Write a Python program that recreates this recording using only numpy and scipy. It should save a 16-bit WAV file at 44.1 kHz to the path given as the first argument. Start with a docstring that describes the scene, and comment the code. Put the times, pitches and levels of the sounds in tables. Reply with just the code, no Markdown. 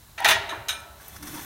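"""Hook knocks clatter on a hanging rod and set a steel barrel cooker ringing, outdoors, close to the microphone.
A rack of ribs is being lifted out: meat and air thump in the drum, and the hook clinks as it comes free.
A grainy rubbing hiss swells as meat and pan are moved, with a few brushes and a hollow drone of friction.
Steel blows are decaying noise plus wavering sine modes; the rest is shaped noise, over a low outdoor rumble."""
import sys
import numpy as np
from scipy import signal
from scipy.fft import rfft, irfft
from scipy.io import wavfile

SR = 44100
rng = np.random.default_rng(int(sys.argv[2]) if len(sys.argv) > 2 else 0)


def unload_audio(sound):
    """Save the sound as a 16-bit wav file, at the path given as the first command line argument."""
    columns = np.transpose(np.atleast_2d(sound))
    # keep every value between -1 and 1, then stretch to whole-number steps
    steps = np.round(np.clip(columns, -1, 1) * 32767)
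    wavfile.write(sys.argv[1], SR, steps.astype(np.int16))


N = 63945
TIME, FREQ = np.arange(N) / SR, np.fft.rfftfreq(N, 1 / SR)


def amp(db):
    """Decibels to gain."""
    return 10 ** (np.asarray(db) / 20)


def unit(x):
    """Scales to rms 1."""
    return x / np.sqrt(np.mean(x ** 2) + 1e-20)


def read(points, hz):
    """Reads a table on a log-frequency axis."""
    f, value = np.transpose(points)
    return np.interp(np.log(hz + 1), np.log(f + 1), value)


def add(mix, s, sound):
    """Mixes a sound in at time s."""
    part = mix[max(round(s * SR), 0):][:len(sound)]
    part += sound[:len(part)]


def noise(gain):
    """Noise of rms 1 with the given gain at each frequency."""
    return unit(irfft(rfft(rng.standard_normal(N)) * gain, N))


def band(hz, width_hz):
    """Noise confined to one band; its gain is halved at width_hz either side of the centre."""
    return noise(1 / (1 + ((FREQ - hz) / width_hz) ** 4))


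def swell(rise, decay):
    """A straight rise, then an exponential fall."""
    return np.minimum(TIME / rise, 1) * np.exp(-np.maximum(TIME - rise, 0) / decay)


def clatter():
    """The hook knocks on the rod and shakes the whole drum."""
    # knocks of the hook on rod and drum: start_s, level_db, rise_s, dull_above_hz
    knocks = [(.177, -25.5, 0.0054, 3320), (.218, -28.5, 0.0046, 2340), (.2452, -13, 0.0014, 6800),
              (.258, -17.5, 0.00067, 2770), (.2775, -19, 0.0015, 5500), (.286, -14.5, 0.00045, 16300),
              (.306, -18.5, 0.0011, 14200), (.3115, -15, 0.00043, 5730)]
    # dense overtones of the drum: frequency_hz, relative_db per Hz
    drum_spectrum = [(60, -21), (200, -15), (420, -7.5), (520, -16.5), (650, -0.5), (860, -3.5), (1120, -5),
                     (1800, 4), (2600, -1.5), (3700, 0), (4700, -8), (6200, -7.5), (7500, -10.5),
                     (9700, -6), (11500, -14.5), (15000, -8.5)]
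    # ring time of those overtones: frequency_hz, t60_s
    drum_t60 = [(100, 1.8), (700, 2.22), (1500, 1.15), (3700, 0.87), (6000, 0.5), (12000, 0.28)]
    # clear modes of the drum: frequency_hz, relative_db, t60_s
    drum_modes = [(394, -19.5, 1.72), (574, -22, 2.67), (654.6, -9, .9), (697, -28.5, 2.7), (829, -3, 0.45),
                  (926, -7, 1.3), (1399.5, -2, 0.42), (1695, -5, .5), (1797, 4.5, 0.19), (1883, 5, 0.37),
                  (1988, 2, 0.22), (2340, 4.5, 0.16), (2468, 8, 0.17), (2666, -18, 0.45), (3370, 3, 0.25),
                  (3472, 5, 0.18), (3545, 5.5, 0.14), (4164, -24, 1), (4285, -4, 0.27), (5750, -14, 0.23),
                  (5940, 1, 0.13), (6180, 1, 0.21), (8800, -19, 0.23)]
    return struck(knocks, drum_spectrum, drum_t60, drum_modes, crash_db=1, wash_db=-16.0, modes_db=-18.0)


def hook():
    """The hook clinks and rings on above the open drum."""
    # clinks of the free hook: start_s, level_db, rise_s, dull_above_hz
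    clinks = [(.4905, -24, 0.0011, 2180), (.6845, -26.5, 0.0012, 15000), (.6905, -20.5, 0.00084, 4900)]
    # dense overtones of the hook: frequency_hz, relative_db per Hz
    hook_spectrum = [(200, -31), (700, -13.5), (1400, -4.5), (2300, -2.5), (3200, -2), (3950, 5),
                     (4600, -15.5), (5500, -8.5), (6400, -3.5), (7400, -10), (8700, -5.5), (12000, -3),
                     (15500, -12)]
    # ring time of those overtones: frequency_hz, t60_s
    hook_t60 = [(500, 0.39), (1500, 0.67), (3700, 0.5), (9000, 0.37), (15000, 0.22)]
    # clear modes of the hook: frequency_hz, relative_db, t60_s
    hook_modes = [(1318, -7.5, 0.87), (1426, -13, .8), (1520, -5.5, 0.48), (1750, -6, 0.47),
                  (2406, -1, 0.36), (3020, -4.5, 0.19), (3740, 4.5, 0.21), (3874, 5, 0.1),
                  (3920, -10, 0.62), (5240, -8.5, 0.37), (6341, 1.5, 0.093), (6460, -8.5, 0.34),
                  (8060, -12, 0.3), (8850, -6, 0.36), (8700, -7, 0.15), (11940, -6, 0.18)]
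    return struck(clinks, hook_spectrum, hook_t60, hook_modes, crash_db=-1, wash_db=-12.5, modes_db=-12)


def struck(blows, spectrum, t60, modes, crash_db, wash_db, modes_db):
    """Blows on a steel body: a short crash, a long wash and clear modes."""
    # the crash dies faster than the wash: frequency_hz, t60_s
    crash_t60 = [(300, 0.17), (2000, 0.2), (6000, 0.16), (14000, 0.096)]
    out = amp(modes_db) * ring(modes, blows)
    colour_db = read(spectrum, FREQ) + ripple()  # the same for every blow on this body
    for s, db, rise, dull_hz in blows:
        crash = amp(crash_db) * overtones(colour_db, crash_t60)
        wash = amp(wash_db) * overtones(colour_db, t60)
        add(out, s, contact(crash + wash, db, rise, dull_hz))
    return out


def overtones(spectrum_db, t60):
    """Countless overlapping modes, as noise with each band dying at its own speed."""
    hz, t, z = signal.stft(noise(amp(spectrum_db)), SR, nperseg=256)
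    decay = np.exp(-np.log(1000) * t / read(t60, hz)[:, None])
    return signal.istft(z * decay, SR, nperseg=256)[1][:N]


def ring(modes, blows, waver=0.58, waver_hz=45):
    """Each blow adds energy to the clear modes, which waver as they die away."""
    hz, db, t60 = np.transpose(modes)[:, :, None]
    power = 0
    for s, level_db, rise, dull_hz in blows:
        t = np.maximum(TIME - s, 0)
        envelope = amp(level_db) * (1 - np.exp(-t / rise)) * np.exp(-np.log(1000) * t / t60)
        power = power + envelope ** 2 / (1 + (hz / dull_hz) ** 2)
    angle = 2 * np.pi * (hz * TIME + rng.random((len(modes), 1)))
    # two random drifts per mode bend both its strength and its phase
    knots = rng.standard_normal((2 * len(modes), 400))
    drift = waver * np.array([np.interp(TIME * waver_hz, np.arange(len(k)), k) for k in knots])
    waves = (1 + drift[::2]) * np.sin(angle) + drift[1::2] * np.cos(angle)
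    return (amp(db) * np.sqrt(power) * waves).sum(0)


def contact(sound, db, rise, dull_hz):
    """A blow builds up over its rise time constant and loses treble above dull_hz."""
    b, a = signal.butter(1, min(dull_hz, SR / 2 - 500), fs=SR)
    return amp(db) * signal.lfilter(b, a, sound * (1 - np.exp(-TIME / rise)))


def ripple():
    """Random peaks and dips among a body's overtones, in dB; they lie wider apart in the treble."""
    depth_db, spacing_hz = 4, 26.23  # spacing of the random steps at 1 kHz
    steps = rng.standard_normal(4000)
    place = 2 * np.sqrt(1000 * FREQ) / spacing_hz
    return depth_db * np.interp(place, np.arange(len(steps)), np.clip(steps, -2, 2))


def bumps():
    """Meat bumps the drum wall, stirring one damped band at a time."""
    # bumps, level ahead of the wall filter: start_s, level_db, rise_s, centre_hz, decay_s
    meat_bumps = [(.2, -22.5, 0.00086, 794, 0.0074), (.213, -30.5, 0.0018, 830, 0.04),
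                  (.254, -16.5, 0.0029, 784, 0.009), (.362, -24.5, 0.0011, 874, 0.013),
                  (.510, -36, .006, 1660, 0.045), (.521, -30, .006, 963, 0.02)]
    return thuds(meat_bumps, half_width=0.2)


def thumps():
    """The air in the drum thumps dully, in broader bands for their pitch."""
    # thumps, level ahead of the wall filter: start_s, level_db, rise_s, centre_hz, decay_s
    air_thumps = [(.265, -42.5, .012, 92, 0.052), (.34, -36.5, 0.007, 88.6, 0.051),
                  (.515, -43.5, 0.0048, 382, 0.054), (.56, -36.5, 0.013, 90, 0.03)]
    return thuds(air_thumps, half_width=0.37)


def thuds(rows, half_width):
    """Soft blows that stir only one damped band of the drum; half_width is a share of its centre."""
    out = np.zeros(N)
    for s, db, rise, hz, decay in rows:
        push = amp(db) * swell(rise, decay) * band(hz, half_width * hz)
        # an octave-wide filter around the centre
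        wall = signal.butter(2, [hz / np.sqrt(2), hz * np.sqrt(2)], "bandpass", fs=SR, output="sos")
        add(out, s, signal.sosfilt(wall, push))
    return out


def snaps(width_hz=2800):
    """Tiny wet snaps and bright ticks: bursts of treble noise that start at once and die fast."""
    # snaps and ticks: start_s, level_db, decay_s, centre_hz
    ticks = [(.2045, -29, 0.0012, 11300), (0.2451, -25.5, .005, 11600), (0.2765, -30, 0.012, 12500),
             (.286, -45, .006, 12600), (0.305, -27, .006, 13400), (0.6843, -28.5, 0.0082, 5300),
             (.803, -42, 0.0017, 11100), (1.082, -35, 0.0048, 13100)]
    out = np.zeros(N)
    for s, db, decay, hz in ticks:
        add(out, s, amp(db) * np.exp(-TIME / decay) * band(hz, width_hz))
    return out


def rubbing(grains_per_s=14000):
    """A fine-grained hiss swells as meat and pan are moved, with a few stronger brushes."""
    # colour of the hiss: frequency_hz, relative_db per Hz
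    hiss_spectrum = [(100, 4), (500, -1.5), (1000, 4), (2000, 3), (2900, -1.5), (3600, 2), (4900, -10),
                     (5900, 2.5), (7500, -5), (9300, 2.5), (10500, -9), (12500, -1), (15500, -1.5)]
    # level of the hiss: time_s, level_db
    hiss_level = [(0, -71), (.9, -68), (1.03, -49), (1.16, -46), (1.2, -51), (1.26, -42), (1.4, -39),
                  (1.45, -40)]
    # brushes of meat and pan: start_s, level_db, rise_s, decay_s
    brushes = [(0.998, -53, 0.012, 0.014), (1.157, -39, 0.01, 0.0054), (1.224, -36, 0.0052, 0.01),
               (1.266, -37.5, 0.0075, 0.019), (1.336, -41.5, 0.0064, 0.075)]
    # colour of the brushes: frequency_hz, relative_db per Hz
    brush_spectrum = [(200, 4.5), (700, -9.5), (1400, 2.5), (2000, 1), (2900, -14.5), (4000, -9.5),
                      (5900, -0.5), (7500, -11.5), (9500, -2.5), (15000, -13)]
    ripple_db = ripple()
    grains = rng.standard_normal(N) * (rng.random(N) < grains_per_s / SR)
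    hiss = unit(irfft(rfft(grains) * amp(read(hiss_spectrum, FREQ) + ripple_db), N))
    out = hiss * amp(np.interp(TIME, *np.transpose(hiss_level)))
    for s, db, rise, decay in brushes:
        brush = noise(amp(read(brush_spectrum, FREQ) + ripple_db))
        add(out, s, amp(db) * swell(rise, decay) * brush)
    return out


def pan():
    """Friction swells and fades in the hollow resonances of the pan."""
    # low swells and resonances: centre_s, spread_s, level_db, frequency_hz, width_hz
    pan_rubs = [(0.98, 0.22, -53, 70, 11), (1.324, 0.079, -45, 297, 46), (1.36, 0.12, -47.5, 190, 280),
                (1.386, 0.02, -44, 940, 86), (1.015, .015, -53.5, 1570, 250)]
    out = np.zeros(N)
    for s, spread, db, hz, width in pan_rubs:
        hollow = noise(1 / (1 + (2 * (FREQ - hz) / width) ** 2))
        out += amp(db) * np.exp(-.5 * ((TIME - s) / spread) ** 2) * hollow
    return out


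def outdoor_air():
    """Steady noise, strongest in the bass: the low rumble of the outdoor background."""
    # colour of the background: frequency_hz, relative_db per Hz
    air_spectrum = [(24, -37), (40, -4.5), (60, -2), (100, -3), (200, -13), (500, -22), (1000, -18.5),
                    (2500, -25), (3400, -25), (3950, -19.5), (4600, -25.5), (9000, -25.5), (15000, -24.5)]
    return amp(-51.0) * noise(amp(read(air_spectrum, FREQ)))


def scene():
    """All sources over the outdoor background, the same in both channels."""
    mono = clatter() + hook() + bumps() + thumps() + snaps() + rubbing() + pan() + outdoor_air()
    return np.array([mono, mono])


def record(dry):
    """The recorder's band limit: a steep low-pass."""
    edge_hz = 15900
    lowpass = signal.firwin(511, edge_hz, window=("kaiser", 9), fs=SR)
    return signal.oaconvolve(dry, lowpass[None], "same")


dry = scene()
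out = record(dry)
unload_audio(out)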